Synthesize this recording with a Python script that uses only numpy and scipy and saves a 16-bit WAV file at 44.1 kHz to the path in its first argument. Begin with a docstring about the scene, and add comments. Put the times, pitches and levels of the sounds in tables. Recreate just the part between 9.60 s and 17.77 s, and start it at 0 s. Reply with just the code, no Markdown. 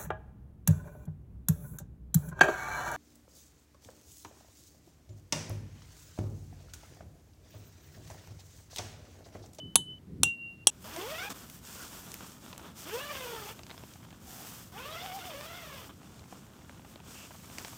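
"""A low outdoor rumble and a few puffs of wind open the scene, with a metal tent stake already ringing.
A steel hammer drives the stake into turf: three close blows, each a crack, a thud and a ring.
From about 1.2 s the tent door is unzipped in three pulls, the slider buzzing over the teeth.
Between and after the pulls, hands and sleeves make the nylon swish, groan, crinkle and tick,
while the rumble carries on to the end."""
import sys
import numpy as np
from scipy import signal
from scipy.fft import rfft, irfft
from scipy.io import wavfile
from scipy.ndimage import uniform_filter1d

SR = 44100
rng = np.random.default_rng(int(sys.argv[2]) if len(sys.argv) > 2 else 0)


def int16_out(signal):
    """Quantize to a 16-bit WAV file."""
    q = np.round(np.clip(np.atleast_2d(signal).T, -1, 1) * 32767)
    wavfile.write(sys.argv[1], SR, q.astype(np.int16))


N = 360297
T = np.arange(N) / SR

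# The three zip pulls, one list of rows each. Effort is how much harder than usual the hand pulls;
# bite is how hard a crooked slider digs in: t/s, tooth rate/Hz, effort/dB, bite/dB
ZIP_PULLS = [
    [(1.24, 175, -2.5, 3.5), (1.32, 292, -3, 2.5), (1.4, 350, 1, 1.5), (1.46, 466, 1, -2.5),
     (1.525, 625, 2.5, -1), (1.575, 660, -0.5, 3.5), (1.6, 740, 1, 9), (1.64, 790, 2, 4.5),
     (1.69, 830, -2.5, 3)],
    [(3.25, 270, -5, 2), (3.29, 350, 0, -2.5), (3.355, 470, 4, 0.5), (3.42, 585, 0.5, 4),
     (3.5, 594, -1.5, 8), (3.55, 540, 0.5, 0.5), (3.65, 505, 1, 0), (3.85, 403, -2.5, -0.5),
     (3.915, 455, -1.5, 1.5), (3.94, 480, -11, 0)],
    [(5.118, 320, -12.5, 7.5), (5.19, 464, -2.5, 5.5), (5.32, 650, -1.5, 3), (5.41, 700, -1.5, 4),
     (5.46, 760, .5, -7), (5.51, 726, 0, -5.5), (5.57, 794, 0, -10), (5.61, 690, -3, 4.5),
     (5.67, 750, 0.5, -10), (5.75, 537, -2.5, 0), (5.96, 718, -4.5, 3.5), (6.2, 495, -5, 1.5),
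     (6.29, 246, -9.5, -4)],
]


def undb(db):
    """Turn decibels into a factor to multiply by."""
    return 10 ** (np.asarray(db) / 20)


def unit(x):
    """Scale a signal to an average (rms) level of 1."""
    return x / np.sqrt(np.mean(x ** 2))


def gains(points, size):
    """Turn (f/Hz, level/dB) points into a gain for each FFT frequency, falling steeply past the ends."""
    hz, db = np.transpose(points)
    octave = np.log2(np.maximum(np.fft.rfftfreq(size, 1 / SR), 1))
    known = np.log2(hz)
    outside = np.abs(octave - np.clip(octave, known[0], known[-1]))
    return undb(np.interp(octave, known, db) - np.minimum(40 * outside, 80))


def colour(x, points):
    """Shape the tone of x with (f/Hz, level/dB) points; the result has level 1."""
    return unit(irfft(rfft(x) * gains(points, len(x)), len(x)))


def band(size, lo_hz, hi_hz):
    """Noise between two frequencies, at level 1."""
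    return colour(rng.standard_normal(size), [(lo_hz, 0), (hi_hz, 0)])


def fade(t, t60):
    """Die away by 60 dB every t60 seconds."""
    return np.exp(-np.log(1000) * t / max(t60, 1e-4))


def walk(rate):
    """Wander at random by about 1 either way, turning `rate` times a second."""
    hold = max(int(SR / rate), 2)
    steps = np.repeat(rng.standard_normal(N // hold + 1), hold)
    return unit(uniform_filter1d(steps, hold)[:N])


def grains(rate, spread_db):
    """A patter of tiny clicks of very uneven size, about `rate` a second, at level 1."""
    size = undb(spread_db * np.minimum(rng.exponential(size=N), 5))
    return unit((rng.random(N) < rate / SR) * rng.standard_normal(N) * size)


def swell(start, length, rise_share=0.27, fall_share=0.37):
    """The rise, hold and fall of one stroke or gust."""
    along = (T - start) / length
    return np.clip(np.minimum(along / rise_share, (1 - along) / fall_share), 0, 1)


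def controls(pulls):
    """Turn pulls into curves: a gate (1 during a pull, 0 outside), then each column after the time."""
    gate = sum(1. * ((T >= rows[0][0]) & (T <= rows[-1][0])) for rows in pulls)
    times, *columns = np.vstack(pulls).T
    return [uniform_filter1d(gate, size=400)] + [np.interp(T, times, column) for column in columns]


def add(out, s, sound):
    """Mix a sound into out, starting at s seconds."""
    start = int(round(s * SR))
    sound = sound[max(-start, 0):N - start]
    out[max(start, 0):max(start, 0) + len(sound)] += sound


def impact(points, size):
    """The shortest click with the given (f/Hz, level/dB) tone; its energy is 1."""
    cepstrum = irfft(np.log(gains(points, size)))
    # folding the second half onto the first packs the energy at the start
    cepstrum[1:size // 2] *= 2
    cepstrum[size // 2 + 1:] = 0
    click = irfft(np.exp(rfft(cepstrum)))
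    return click / np.linalg.norm(click)


def outdoors(rumble_db=-54.0):
    """A distant rumble wavers a little, and a few puffs of wind nudge the microphone."""
    # tone of the rumble: f/Hz, level/dB
    rumble_tone = [(25, -24), (45, -8), (70, 0), (110, 0), (200, -2), (320, -9), (500, -18), (1000, -26),
                   (3000, -34), (8000, -38.5), (16000, -42)]
    # puffs of wind: start/s, length/s, level/dB
    gusts = [(0., 0.12, -47), (0.14, 0.11, -43.5), (0.24, .11, -52.5), (0.469, 0.14, -44),
             (.57, .13, -38.5)]
    waver_db = .4 * walk(2.5)
    rumble = colour(rng.standard_normal(N), rumble_tone) * undb(rumble_db + waver_db)
    wind = colour(rng.standard_normal(N), [(45, -18.5), (80, -6.0), (160, 0), (260, -8.0), (420, -15)])
    return rumble + wind * sum(undb(db) * swell(start, length) for start, length, db in gusts)


def nylon_strokes(from_s=1.11, pops_db=-5, buckle_db=2.3):
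    """With each stroke, folds buckle in soft pops while the weave slides over itself with a fine hiss."""
    # hands and sleeves brushing the cloth, plus one short loud burst as the zip slider catches at 1.69 s:
    # start/s, length/s, swish/dB, crumple/dB, sheen/dB
    strokes = [(1.185, 0.15, -58, -67, -58), (1.691, 0.045, -45.5, -42, -52),
               (1.71, 0.2, -54.5, -51.5, -57), (1.855, 0.16, -56.5, -64, -57),
               (1.993, 0.4, -50, -54.5, -54), (2.267, 0.26, -53, -54.5, -55),
               (2.392, 0.46, -54.5, -56, -59), (2.787, 0.19, -57.5, -57, -62),
               (2.945, 0.2, -61.5, -51.5, -65), (3.141, 0.19, -49.5, -52, -53),
               (3.904, 0.13, -61, -59.5, -64), (3.99, 0.5, -62, -60, -65), (4.587, 0.55, -51.5, -57, -53),
               (6.175, 0.19, -63, -54, -67), (6.378, 0.31, -64.5, -60.5, -77),
               (6.665, 0.21, -61.5, -60, -70), (7.006, 0.23, -67.5, -63, -78),
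               (7.235, 0.15, -63.5, -64, -65.5), (7.429, 0.32, -52.5, -56, -59),
               (7.665, 0.28, -58.5, -64, -62), (7.83, 0.46, -53, -53, -57)]
    # the cloth never lies quite still between strokes: swish/dB, crumple/dB, sheen/dB
    resting_db = (-66, -65, -71)
    # dull crumple of the folds: f/Hz, level/dB
    crumple_tone = [(180, 8), (330, 0), (750, -2.5), (1400, -1.5), (2000, -14), (3500, -8.5)]
    # swish of the sliding weave: f/Hz, level/dB
    swish_tone = [(1000, -2), (1700, -3), (1940, -4.5), (2670, -2.5), (2990, -2), (3240, -1.5),
                  (3990, -4.5), (5610, 0.5), (7950, 0), (10000, -9.5), (13000, -25), (22000, -120)]
    # sheen, the very high hiss of the fibres: f/Hz, level/dB
    sheen_tone = [(8000, 0), (9500, -0.5), (11500, 3), (13000, 2), (14700, 9.5), (16000, -8)]
    power = np.outer(undb(resting_db), T > from_s) ** 2
    for start, length, *levels in strokes:
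        power += np.outer(undb(levels), swell(start, length)) ** 2
    swish, crumple, sheen = np.sqrt(power)
    drag = undb(.8 * walk(50))
    pops = undb(pops_db) * grains(260, 2.6)
    folds = colour(pops + rng.standard_normal(N), crumple_tone) * crumple * undb(buckle_db * walk(35))
    weave = colour(grains(12000, 3.9) + 1.1 * rng.standard_normal(N), swish_tone) * swish * drag
    fibres = colour(rng.standard_normal(N), sheen_tone) * sheen * drag
    pulling = controls(ZIP_PULLS)[0]
    return (1 - pulling) * (folds + weave + fibres)  # silent while the zip moves


def nylon_rubs(width=0.08):
    """A hand or sleeve sticks and slips on the tight panel, which groans around one pitch."""
    # short groans: middle t/s, length/s, f/Hz, level/dB
    groans = [(2.21, 0.12, 1390, -52), (3.037, 0.089, 300, -50), (4.774, 0.24, 760, -55.5),
              (7.61, 0.12, 2700, -53)]
    out = np.zeros(N)
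    for middle, length, hz, db in groans:
        arch = np.clip(1 - np.abs(T - middle) / (length / 2), 0, 1) ** .5
        resonance = [(hz / (1 + width), -5), (hz, 0), (hz * (1 + width), -5)]
        out += undb(db) * arch * colour(grains(3000, 2), resonance)
    return out


def crinkles(creases_per_s=60, spread_db=1.5, crease_t60=.02):
    """Small creases give way at random while the cloth is handled, each a short dull puff."""
    # stretches of crinkling: start/s, end/s, level of a typical crease/dB
    stretches = [(2.859, 3.099, -50), (4.07, 4.55, -54), (6.4, 7.45, -55.5), (7.55, 8.02, -52.5),
                 (8.05, 8.17, -42.5)]
    # tone of a small crease: f/Hz, level/dB
    crinkle_tone = [(350, -8), (700, 6), (1200, 1), (2000, -3), (3300, -5.5), (6000, -18)]
    handling = sum(undb(db) * ((T > start) & (T < end)) for start, end, db in stretches)
    kicks = (rng.random(N) < creases_per_s / SR) * undb(spread_db * rng.standard_normal(N))
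    # the filter gives each kick a fading tail
    puffs = signal.lfilter([1], [1, -fade(1 / SR, crease_t60)], handling * kicks + 1e-18)
    return puffs * colour(rng.standard_normal(N), crinkle_tone)


def ticks(snap_t60=0.0088, flap_t60=0.026, tail_db=-24, tail_t60=0.16):
    """A crease or zip tab snaps, the cloth around it flaps, and the tent wall adds a short tail."""
    # the snaps that stand out: t/s, level/dB, flap compared with snap/dB, top of the snap/Hz
    snaps = [(1.363, -33.5, -10, 9000), (1.7035, -37.5, -0.5, 12000), (1.899, -39, -28, 15500),
             (2.518, -36.5, -26, 9800), (2.5414, -30.5, -29, 15500), (2.9295, -39.5, -7, 5250),
             (2.979, -37.5, -12, 11900), (3.9926, -43.5, 7, 3370), (4.034, -41.5, -9, 5900),
             (4.0664, -41, -6, 6000), (4.104, -39, -5, 3800), (4.1121, -38, -6, 4400),
             (4.1788, -41, -6, 5060), (4.2368, -45, 4, 3400), (4.337, -44, -20, 7440),
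             (4.5052, -48, -20, 7330), (5.8101, -37, -4, 5000), (6.5935, -44.5, -14, 7500),
             (6.7262, -48, 10, 3400), (7.0953, -44, 0.5, 3400), (7.195, -53, 4, 3440),
             (7.248, -49.5, 5.5, 3370), (7.3584, -43, -1.5, 4000), (7.4022, -47, -0.5, 3400),
             (7.7078, -52.5, 11.5, 3400), (7.9837, -26.5, -13, 7340), (8.048, -34.5, -0.5, 5500)]
    out, t = np.zeros(N), T[:4096]
    for start, db, flap_db, top_hz in snaps:
        snap = band(len(t), 1560, top_hz) * (fade(t, snap_t60) + undb(tail_db) * fade(t, tail_t60))
        flap = undb(flap_db) * band(len(t), 240, 1020) * fade(t, flap_t60)
        add(out, start, undb(db) * (snap + flap))
    return out


def zipper(buzz_db=-46.5, zing_db=-48.0, rasp_db=-48, flutter_db=4.0, usual_hz=550):
    """The slider buzzes over slightly uneven teeth, and each tooth adds a little rasp and hiss."""
    # zing, the resonances that shape the overtones of the buzz: f/Hz, level/dB
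    zing_tone = [(500, 0.5), (800, 5), (1150, 2), (1600, 0.5), (1900, 0), (2300, 0), (2900, 1.5),
                 (3400, -0.5), (4200, -6), (5500, -3)]
    # rasp of the scraping teeth: f/Hz, level/dB
    rasp_tone = [(250, -3), (450, 4), (800, 1), (1200, 4.5), (1800, -1.5), (2400, -0.5), (3500, 3.5),
                 (4300, -18), (5500, -7)]
    # high hiss of the slider: f/Hz, level/dB
    hiss_tone = [(3000, -27), (4300, -1.5), (5500, -0.5), (8600, -3.5), (10500, -8), (13000, -5),
                 (14600, 1), (15800, -11)]
    # the loose door panel, one row for each pull: base hiss/dB, base waver/radians
    panel = [(-49.5, 0.23), (-49, 0.28), (-51.5, 0.23)]
    gate, tooth_hz, effort, bite = controls(ZIP_PULLS)
    pull_number = np.digitize(T, [rows[0][0] for rows in ZIP_PULLS[1:]])
    hiss_db, slack = np.array(panel)[pull_number].T
    uneven_hz = tooth_hz * (1 + .012 * walk(80) + .022 * walk(600))
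    phase = 2 * np.pi * np.cumsum(uneven_hz) / SR
    waver = slack * (1 - 0.5 * np.minimum(effort, 0))  # a weak pull stutters more
    # the flexing panel shakes each harmonic's strength and timing; high ones stray most in phase
    harmonics = [undb(flutter_db * walk(55)) * np.cos(k * phase + waver * k ** .75 * walk(130))
                 for k in range(1, 9)]
    # more bite trades buzz for overtones, which also stand out in a hard, fast pull
    buzz = unit(harmonics[0]) * undb(buzz_db + 1.9 * effort - 0.47 * bite)
    firmness_db = bite + 1.23 * effort + 2 * np.log2(tooth_hz / usual_hz)
    overtones = sum(undb(-1.43 * k) * harmonic for k, harmonic in enumerate(harmonics[1:]))
    zing = colour(gate * overtones, zing_tone) * np.sqrt(np.mean(gate)) * undb(zing_db + firmness_db)
    tooth_pulse = unit(1 + 0.32 * np.cos(phase))
    snag_db = 1.4 * walk(60)
    rasp = colour(tooth_pulse * grains(9000, 3.3), rasp_tone)
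    rasp *= undb(rasp_db + effort + 0.12 * bite + snag_db)
    hiss = colour(tooth_pulse * rng.standard_normal(N), hiss_tone)
    hiss *= undb(hiss_db + 0.59 * effort + 1.2 * walk(60))
    return gate * (buzz + zing + rasp + hiss)


def steel_crack(t, tone, rebound_db, rebound_s=0.0037, chatter_t60=0.013, echo_t60=0.18):
    """Steel clicks and chatters on steel, the head lands again, and tent and ground echo faintly."""
    click = undb(6) * impact(tone, size=len(t))
    chatter = colour(rng.standard_normal(len(t)), tone) * fade(t, chatter_t60)
    rebound = undb(rebound_db) * np.interp(t - rebound_s, t, chatter, left=0)
    echo = undb(-30) * colour(rng.standard_normal(len(t)), tone) * fade(t, echo_t60)
    return click + chatter + rebound + echo


def hammer(ring_hz=2758, early_pitch=1.092, early_until_s=.5, thud_t60=0.033):
    """Each blow cracks, thuds in the soil and rings the stake, whose pitch depends on the soil's grip."""
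    # The blows; the first lands before the scene opens: t/s, crack/dB, overtones/dB, middle tones/dB,
    # thud/dB, ring/dB, ring t60/s, beat/Hz, beat depth/0-1, rebound/dB, stopped after/s
    blows = [(-.16, -50.5, -32, -3, -45, -28, 0.87, 1.6, .85, -30, 0.31),
             (0.1565, -9.5, -7.5, -11, -24.5, -32.5, 1.3, 8.3, 0.57, -5, 0.23),
             (0.6332, -6, -13.5, -4.5, -34, -22.5, 0.86, 4.9, 0.66, -40.5, .41),
             (1.071, -4.5, -10, 4, -41, -37.5, 0.5, 5.2, 0.65, -18.5, 0.032)]
    # the stake's tones besides its main ring: f/Hz, level/dB, t60/s
    stake_tones = [(848, -27, .1), (3258, -10, .04), (3350, -21, .055), (5593, -24, .07), (5782, -14, .05),
                   (5810, -27, .13), (6385, -26, .1), (7170, -26, .15), (7232, -25, .16), (8040, -8, .052),
                   (8022, -32, .24), (9012, -18, .07), (9160, -1, .03), (10250, -6, .036),
                   (10280, -32, .19)]
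    # the crack of steel on steel: f/Hz, level/dB
    crack_tone = [(100, -12.5), (400, -4.5), (1600, -9.5), (2100, -13), (2700, 0.5), (3700, 4),
                  (5000, -19.5), (5800, 5), (6800, 1), (9400, -0.5), (10900, -25), (13000, -11.5),
                  (16000, -15)]
    # middle tones that an off-centre blow weakens: f/Hz, share of the blow's middle-tone dB/0-1
    middle_shares = [(4800, 0.02), (5600, 0.72), (8200, 0.42), (9000, 0.09)]
    out, t = np.zeros(N), T[:2 ** 15]
    for (start, crack_db, overtones_db, middle_db, thud_db, ring_db,
         ring_t60, beat_hz, beat_depth, rebound_db, length) in blows:
        pitch = early_pitch if start < early_until_s else 1
        aim_db = lambda hz: middle_db * np.interp(hz, *np.transpose(middle_shares))
        tone = [(hz * pitch, db + aim_db(hz) / 2) for hz, db in crack_tone]
        crack = undb(crack_db) * steel_crack(t, tone, rebound_db)
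        thud = undb(thud_db) * band(len(t), 820, 1400) * fade(t, thud_t60)
        blur = .35 * band(len(t), 20, 150)  # grit rubbing on the shaft blurs the overtones
        overtones = np.zeros(len(t))
        for k, (hz, db, t60) in enumerate(stake_tones):
            wave = (-1) ** k * np.sin(2 * np.pi * hz * pitch * t + blur)
            overtones += undb(overtones_db + db + aim_db(hz)) * wave * fade(t, t60)
        # the stake bends two ways at nearly the same pitch, so the ring throbs (beats)
        phase = 2 * np.pi * ring_hz * pitch * t
        pair = np.sin(phase) + beat_depth * np.sin(phase + 2 * np.pi * beat_hz * (t - .035))
        ring = undb(ring_db) * pair / 2 * fade(t, ring_t60)
        cutoff = np.clip((length - t) / .002, 0, 1)
        add(out, start, cutoff * (crack + thud + overtones + ring))
    return out


def scene():
    """Add all the sounds together in one channel."""
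    return (hammer() + zipper() + nylon_strokes() + nylon_rubs() + ticks() + outdoors() + crinkles())[None]


def record(dry, top_hz=15900):
    """Clip the loudest peaks of the blows, then cut the highest treble."""
    low_pass = signal.ellip(8, .2, 70, top_hz, fs=SR, output="sos")
    return signal.sosfilt(low_pass, np.clip(dry, -1, 1))


dry = scene()
out = record(dry)
int16_out(out)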